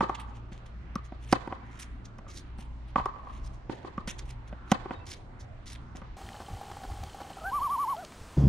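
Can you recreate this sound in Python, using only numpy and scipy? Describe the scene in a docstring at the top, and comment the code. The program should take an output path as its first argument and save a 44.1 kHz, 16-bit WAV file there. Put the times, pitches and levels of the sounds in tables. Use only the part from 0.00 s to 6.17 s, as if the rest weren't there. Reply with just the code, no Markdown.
"""Tennis balls pop on strings and ground at an outdoor hard court, a phone a few metres behind the near player:
each pop is a set of decaying sines plus a noise crack, with later slaps off fences and walls and a noise tail.
Soles scuff the gritty paint as uneven clicks in resonant bands, and the near racket swishes the same way.
Far off lie two faint whistles of narrow noise, traffic in half-octave noise bands, and a low hum of
two wavering tones over a deep rumble."""
import sys
import numpy as np
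from scipy import signal
from scipy.fft import rfft, irfft, next_fast_len
from scipy.io import wavfile
from scipy.ndimage import uniform_filter1d

SR = 44100
rng = np.random.default_rng(int(sys.argv[2]) if len(sys.argv) > 2 else 0)


def master_out(mix):
    """Clip the mix to full scale and print it as 16-bit PCM to the path in sys.argv[1]."""
    frames = np.transpose(np.atleast_2d(mix))
    ceiling = np.clip(frames, -1, 1)
    pcm = np.round(ceiling * 32767).astype(np.int16)
    wavfile.write(sys.argv[1], SR, pcm)


N = 272008  # length [samples]
OPPOSITE = np.array([[1], [-1]])  # puts a side signal into left and right with opposite signs


def undb(db):
    """Amplitude factor of a level in dB."""
    return 10 ** (np.asarray(db) / 20)


def unit(x):
    """Scales to an RMS of 1."""
    return x / np.sqrt(np.mean(x ** 2))


def band(x, hz, width):
    """Band-pass, two poles a side, width in Hz."""
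    center = np.sqrt(hz ** 2 + width ** 2 / 4)
    edges = [center - width / 2, center + width / 2]
    return signal.sosfilt(signal.butter(2, edges, "band", fs=SR, output="sos"), x)


def walk(rate, size=N):
    """Random levels, each held 1 / rate seconds, smoothed twice over that time; spread a little under 1."""
    hold = int(SR / rate)
    steps = np.repeat(rng.standard_normal(size // hold + 1), hold)
    return uniform_filter1d(uniform_filter1d(steps, hold), hold)[:size]


def sides(pan_db):
    """Left and right gains for a left-minus-right level in dB."""
    return undb(np.array([pan_db, -pan_db]) / 2)


def delayed(x, t, lag_s):
    """The same sound lag_s later, silent before."""
    return np.interp(t - lag_s, t, x, left=0)


# low hum and rumble under the court, levels joined by straight lines:
# (time [s], hum level [dB], octave level [dB], deep rumble level [dB])
HUM_LEVELS = [(0.0, -47, -47.5, -69), (0.27, -40, -60, -53), (0.38, -48.5, -50, -51),
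              (0.93, -42.5, -57, -51.5), (1.36, -45.5, -44, -53), (1.46, -51.5, -68, -52),
              (1.7, -48.5, -53, -62), (1.94, -46, -60, -45), (2.03, -48, -53, -49.5), (2.39, -56, -55, -51),
              (2.54, -40.5, -57, -49), (3.01, -44, -49.5, -47), (3.13, -60, -65, -51),
              (3.43, -39.5, -49, -42), (3.88, -62, -54.5, -59), (3.98, -53.5, -66, -42),
              (4.26, -44, -46.5, -44.5), (4.52, -45, -55, -50.5), (5.62, -72.5, -55.5, -50.5),
              (5.72, -46, -56, -47), (5.87, -49, -51, -52), (6.17, -55.5, -62, -45)]
HUM_HZ, OCTAVE_HZ = 59.4, 118.4  # centres of the wavering pitches


def hum():
    """Two low tones wavering in pitch and level, and a deep noise rumble nearly alike at both microphones."""
    s, *columns = np.transpose(HUM_LEVELS)
    hum_db, octave_db, rumble_db = (np.interp(np.arange(N) / SR, s, c) for c in columns)
    tones = 0
    for hz, db in ((HUM_HZ, hum_db), (OCTAVE_HZ, octave_db)):
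        phase = 2 * np.pi * hz * np.cumsum(1 + 0.0313 * walk(10)) / SR
        tone = np.sin(phase) * undb(3.1 * walk(17))
        tones = tones + undb(db) * unit(tone)
    mid, side = band(rng.standard_normal((2, N)), 32.2, 24)
    return tones + undb(rumble_db) * unit(mid + 0.21 * side * OPPOSITE)


# spectrum of the distant traffic: (frequency [Hz], relative level per Hz [dB])
TOWN_SPECTRUM = [(41, -30), (70, 2), (127, -7), (166, -12.5), (222, -11), (309, -16), (461, -25.5),
                 (702, -21), (1530, -27.5), (1670, -27.5), (5770, -52.5), (9600, -67.5), (14000, -81)]
TOWN_DB = -49.5  # RMS level of all the traffic


def town():
    """Distant traffic: half-octave noise bands swell together and flicker alone; wider towards the treble."""
    traffic, drift = 0, walk(1.0)
    spectrum_hz, spectrum_db = np.transpose(TOWN_SPECTRUM)
    for hz in 80 * 2 ** np.arange(0, 7.6, .5):
        mid, side = band(rng.standard_normal((2, N)), hz, hz / 2.6)
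        db = np.interp(np.log(hz), np.log(spectrum_hz), spectrum_db) + 0.47 * drift + 4.2 * walk(7)
        width = np.clip(hz / 800, .2, .9)
        traffic = traffic + undb(db) * (mid + width * side * OPPOSITE)
    return undb(TOWN_DB) * unit(traffic)


# thin far whistles: (time [s], length [s], frequency [Hz], level [dB])
WHISTLES = [(4.925, .085, 3750, -64), (4.975, .085, 2660, -61)]


def whistles():
    """Faint, rough tones: noise in a narrow band, the same at both microphones."""
    t, tones = np.arange(N) / SR, 0
    for s, length, hz, db in WHISTLES:
        shape = np.sin(np.pi * np.clip((t - s) / length, 0, 1)) ** .5
        tones = tones + undb(db) * shape * unit(band(rng.standard_normal(N), hz, 0.012 * hz))
    return tones


# tail around the court: (frequency [Hz], relative level [dB], time to fall 60 dB [s])
TAIL = [(250, -6, 0.21), (515, -6, 0.77), (1030, 0, 0.97), (1860, 1, .8), (3660, 2, 0.69), (8050, 0, 0.58)]


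def fences(feed):
    """Fences, lamp posts and walls return many small, patchy echoes, unrelated left and right."""
    size = 3 * SR // 2
    t = np.arange(size) / SR
    echoes = np.zeros((2, size))
    for side in echoes:
        patchy = undb(5.5 * walk(80, size=size))
        for hz, db, t60 in TAIL:
            noise = unit(band(rng.standard_normal(size), hz, 0.5 * hz))
            side += undb(db - 60 * t / t60) * patchy * noise
    echoes *= np.clip(t / 0.0042, 0, 1) * undb(-40)  # the nearest fence answers late
    echoes *= 1 + undb(3.5) * np.exp(-t / 0.026)  # close surfaces crowd the first moments
    return signal.fftconvolve(echoes, feed[None], axes=1)[:, :N]


# soles dragged on grit, near the phone: (time it bites [s], rise before that [s], hold [s], fall [s],
# top level [dB], duller part [dB over the level], finest grit [dB over the level])
SCUFFS = [(0.152, 0.0087, .002, 0.018, -45, 5.5, -32), (0.202, 0.016, .002, 0.027, -46, 4.5, -8),
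          (0.29, .04, .01, .04, -72, 1, -17), (0.362, 0.037, 0.0018, .05, -64.5, 3, -23),
          (0.522, 0.0088, 0.011, 0.091, -62.5, 5.5, -23), (0.659, .01, .004, 0.056, -64, 2.5, -9),
          (1.053, 0.025, 0.0017, 0.029, -56.5, -3, -10), (1.234, 0.059, .002, 0.1, -60, 1.5, -6.5),
          (1.768, 0.18, .01, 0.022, -62.5, 2, -16), (1.792, 0.0064, .04, 0.029, -42.5, -4.5, -10),
          (2.058, 0.017, .002, 0.019, -49, -7, -26), (2.281, .008, 0.023, 0.14, -56, -2, -26.5),
          (2.376, 0.1, 0.0084, 0.035, -49, -13, -4.5), (2.59, 0.019, 0.02, 0.06, -55, 1.5, -0.5),
          (2.88, .02, .03, .012, -70.5, 7, -3), (3.363, 0.23, .009, 0.066, -63, 3.5, -7.5),
          (3.464, 0.049, 0.012, .013, -53, -9, -10), (3.54, 0.028, 0.0018, 0.04, -61, -4, -10.5),
          (3.723, 0.032, .008, 0.15, -65, 7, -15), (4.076, 0.0053, 0.035, 0.016, -39.5, 0.5, -7),
          (4.19, 0.0095, 0.0022, 0.022, -41, -5, -11), (4.256, .006, .002, 0.028, -62, -6, -4),
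          (4.308, 0.059, .002, 0.03, -52.5, -0.5, -8), (4.48, 0.014, 0.0023, .019, -56.5, 1.5, -6),
          (5.071, 0.022, 0.067, 0.018, -44, -4, -8.5), (5.159, .01, .004, 0.076, -61, 2, -9),
          (5.399, .01, 0.0018, 0.056, -53, -12, -12), (5.666, 0.012, .064, 0.037, -47.5, -4.5, -9.5),
          (5.752, .004, .006, .015, -63, 11, -10.5), (5.956, 0.0055, 0.014, 0.039, -52.5, -3, -8)]
# the near racket cuts the air before it meets the ball, same columns
SWISHES = [(1.316, 0.045, 0.009, 0.0056, -42.5, -2.9, -8), (4.708, 0.053, 0.012, .003, -52.5, -0.017, -9)]
# resonances of sole and paint: (frequency [Hz], width [Hz], relative level [dB])
GRIT = [(4304, 2700, 1.6), (5814, 2160, 0.7)]
# resonances of the finest grit, same columns
FINE_GRIT = [(7900, 3400, 8), (11160, 1900, -9)]
EDGE_DB, PRESS_DB_PER_S = 29, 60  # drop at either end; growth while the sole holds
LIGHT_DULL, LIGHT_FINE = 0.22, .15  # dB gained by the dull and fine parts for each dB of that drop
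SOLE_PAN_DB = 1  # left minus right


def grit_resonances(grit, modes):
    """Each resonance of sole and paint catches and slips on its own."""
    return unit(sum(undb(db + 3.5 * walk(70)) * band(grit, hz, width) for hz, width, db in modes))


def scuffs():
    """Dense grit clicks of uneven size under a sliding sole, duller in light contact; swishes reuse them."""
    t = np.arange(N) / SR
    clicks = rng.standard_normal((2, N)) * undb(3.2 * rng.exponential(size=N)) * undb(3.2 * walk(250))
    grit = clicks[0] + 0.24 * clicks[1] * OPPOSITE
    bright = grit_resonances(grit, GRIT)
    fine = grit_resonances(grit, FINE_GRIT)
    dull = unit(band(grit, 2630, 2090))
    out = np.zeros((2, N))
    for s, rise, hold, fall, db, dull_db, fine_db in SCUFFS + SWISHES:
        at = slice(int((s - rise) * SR), int((s + hold + fall) * SR))
        u = t[at] - s
        edge_db = EDGE_DB * np.maximum(np.maximum(-u / rise, (u - hold) / fall), 0)
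        level_db = db - edge_db - PRESS_DB_PER_S * np.clip(hold - u, 0, hold)
        dull_part = undb(dull_db + LIGHT_DULL * edge_db) * dull[:, at]
        fine_part = undb(fine_db + LIGHT_FINE * edge_db) * fine[:, at]
        shape = undb(level_db) * signal.windows.tukey(len(u), .15)
        out[:, at] += shape * (bright[:, at] + dull_part + fine_part)
    return out * sides(SOLE_PAN_DB)[:, None]


def swell(t, time_s):
    """Grows to a top of 1 at time_s, as while the ball is squashed, then dies."""
    return (t / time_s * np.exp(1 - t / time_s)) ** 1.39


# ball on strings: (time [s], level [dB], thump [Hz], thump [dB], ring [Hz], low ring [dB], high ring [dB],
# crack [dB], left minus right [dB], tail feed [dB]); parts and feed in dB over the level
STROKES = [(0.005, -5.5, 233, -14.5, 1205, -10, -11, -45, 0, -8.5),
           (1.325, 3.5, 289, -13, 1010, -14, -15.5, -26.5, -1, -16),
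           (2.956, -5, 257, -16.5, 1118, -12, -7.5, -52, -1, -12.5),
           (4.7157, 0.9, 223, -10.5, 1010, -13, -16.5, -24, 0, -14.5)]
# the strokes again, slapped back by fences and walls, same columns
SLAPS = [(0.026, -19, 350, -5.5, 1170, -19, -8, -38.5, -2, -10),
         (0.037, -23, 223, -8, 1040, -7, -16.5, -31, -2.5, -17),
         (0.093, -15, 348, -14, 1104, -5.5, -5, -37, 5.5, -15),
         (1.473, -19, 295, -9, 1180, -12, -21, -35, 1, -12),
         (1.513, -29, 294, -23, 1060, -11, -8, -41, 6, -10.5),
         (1.522, -14.5, 316, -17.5, 1020, -14, -12.5, -48, 2, -12.5),
         (2.979, -15.5, 250, -14, 997, -29, -4.5, -46, -3.5, -8.5),
         (2.995, -13.5, 194, -19, 985, -14, -31, -47, -1, -20),
         (3.056, -16.5, 394, -15, 1090, -9, -1, -27.5, 3.5, -12),
         (3.158, -30.5, 300, -32, 1155, -16, -9, -47, 5, -7.5),
         (3.268, -33.5, 300, -25, 1060, -9, -3, -45, 0, -1),
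         (4.855, -23.5, 349, -7.5, 1080, -10, -11, -40, 2, -7.5),
         (4.898, -34, 290, -16, 1000, -20, -11, -42, -1, -10.5),
         (4.906, -13, 277, -14, 936, -15, -17, -54, 0.5, -7.5)]
# ball on the hard ground, same columns
BOUNCES = [(0.955, -16, 220, -7, 1206, -23, -7.5, -17, 2.5, -12.5),
           (1.12, -26, 268, -7, 910, -8.5, -18, -41, -0.5, -9),
           (3.694, -15.5, 310, -9.5, 1156, -16, -24, -50, -3.5, -1),
           (3.845, -22, 350, -12, 1024, -16, -14.5, -44, 0, 1),
           (3.977, -15.5, 227, -10.5, 1170, -25, -9.5, -37, 0, -12)]
# shoes landing on the court, same columns
FOOTFALLS = [(0.516, -38, 206, 1, 1010, -16, -24, -28, 0, -3.5),
             (2.184, -28.5, 207, -13.5, 1050, -19, -13.5, -26.5, 0.41, -23),
             (2.263, -40.5, 212, -7.5, 1240, -10, -3.5, -38.5, -1.5, -0.5),
             (2.585, -34, 230, -4.5, 1060, -12.5, -21, -25, -0.6, -24),
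             (4.074, -19, 211, -10.5, 860, -17.5, -21.5, -34, -0.73, -6.5),
             (4.525, -26, 220, -9.5, 834, -8.5, -25, -44, 0, -28),
             (5.949, -31.5, 246, -5, 930, -11, -19.5, -47, -1.2, 0.5),
             (6.015, -28.5, 188, -10.5, 1240, -17, -12.5, -38, -0.26, -6)]
# each kind of blow: (rows, upper modes [dB], path via the ground [dB], treble sent to the tail [dB],
# decay of the knock sent there [s], crack time [s])
KINDS = [(STROKES, -20.5, -8.5, -3, 0.0072, 0.0016), (SLAPS, -20.5, -8.5, -7, 0.0057, 0.0013),
         (BOUNCES, -23.5, -9.5, -6.5, 0.0041, 0.00066), (FOOTFALLS, -18.5, -4.5, -13, 0.005, 0.001)]
# upper modes of ball and strings: (frequency [Hz], relative level [dB], swell and fade time [s])
UPPER = [(517, 1, 0.0025), (1444, -1, 0.0016), (1994, -6.5, 0.0018), (2583, -7.5, 0.0011),
         (2917, -7, 0.00071)]
# crack of felt and strings: (frequency [Hz], width [Hz], relative level [dB])
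CRACK = [(2580, 4100, 4.5), (5170, 2030, 1), (7880, 3500, -5.5)]
THUMP_S, RING_S = 0.0026, 0.0018  # swell and fade times
RING_LATE_S, SQUASH_S, GROUND_LAG_S = .0007, 0.00147, 0.005218  # delays
LOW_RING = 0.756  # low ring as a share of the ring pitch
PUSH_HZ = 97  # shoved air


def pops():
    """Each blow rings the shell and the air inside; felt and strings crack. Returns direct sound and tail feed."""
    t = np.arange(SR // 10) / SR
    direct, feed = np.zeros((2, N + len(t))), np.zeros(N + len(t))
    snap = band(1. * (t == 0), 3300, 4200)
    for rows, upper_db, ground_db, snap_db, knock_s, crack_s in KINDS:
        felt = rng.standard_normal((len(rows), len(t)))
        cracks = sum(undb(db) * band(felt, hz, width) for hz, width, db in CRACK)
        for row, crack in zip(rows, cracks):
            s, db, thump_hz, thump_db, ring_hz, low_db, high_db, crack_db, pan_db, tail_db = row
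            modes = [(LOW_RING * ring_hz, low_db, RING_S), (ring_hz, high_db, RING_S)]
            modes += [(hz, upper_db + over_db, time_s) for hz, over_db, time_s in UPPER]
            ring = sum(undb(g) * swell(t, time_s) * np.sin(2 * np.pi * hz * t) for hz, g, time_s in modes)
            ring = delayed(ring, t, RING_LATE_S)  # the higher modes wait for the ball to leave
            thump_swell = swell(t, THUMP_S)
            ring = ring + undb(thump_db) * thump_swell * np.sin(2 * np.pi * thump_hz * t)
            ring = delayed(ring, t, SQUASH_S)  # the felt cracks first, the shell rings once squashed
            push = undb(thump_db - 13.5) * thump_swell * np.sin(2 * np.pi * PUSH_HZ * t)
            blow = ring - push + undb(crack_db) * swell(t, crack_s) * unit(crack)
            via_ground = undb(ground_db) * delayed(blow, t, GROUND_LAG_S)
            blow = undb(db) * (blow + via_ground)
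            i = int(s * SR)
            direct[:, i:i + len(t)] += sides(pan_db)[:, None] * blow
            # the surroundings hear the blow from all sides: a shorter, smoother knock
            knock = ring * np.exp(-t / knock_s) + undb(snap_db) * snap
            feed[i:i + len(t)] += undb(db + tail_db) * knock
    return direct[:, :N], feed[:N]


def scene():
    """Pops and scuffs with their shared tail, over the background."""
    direct, feed = pops()
    soles = scuffs()
    tail = fences(feed + undb(-19.5) * soles.mean(axis=0))
    return direct + soles + tail + whistles() + hum() + town()


# the phone's two microphone ports: (frequency [Hz], left minus right [dB], left leads by [radians])
PORTS = [(100, 0, 0.29), (700, -2.5, 0), (1310, -3, 0.58), (2400, -1, 0.88), (4250, -3.5, 0.35),
         (8040, -6, 1.63), (14000, -1.5, 1)]
MIC_ROLL_HZ, TOP_HZ = 12100, 16300  # treble 6 dB down; steep upper cut
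CEILING = 0.99  # sample level that the rounded peaks approach


def record(dry):
    """The two microphone ports colour and turn the sound differently; the phone rounds peaks and cuts the top."""
    size = next_fast_len(N)
    hz, pan_db, turn = np.transpose(PORTS)
    bins_hz = np.arange(1, size // 2 + 2) * SR / size
    pan_db = np.interp(np.log(bins_hz), np.log(hz), pan_db)
    turn = np.interp(np.log(bins_hz), np.log(hz), turn)
    ports = sides(pan_db) * np.exp(.5j * np.array([turn, -turn]))
    ports = ports / (1 + (bins_hz / MIC_ROLL_HZ) ** 6)
    heard = irfft(rfft(dry, size) * ports, size)[:, :N]
    rounded = CEILING * np.tanh(heard / CEILING)
    return signal.sosfilt(signal.ellip(8, .2, 70, TOP_HZ, fs=SR, output="sos"), rounded)


dry = scene()
out = record(dry)
master_out(out)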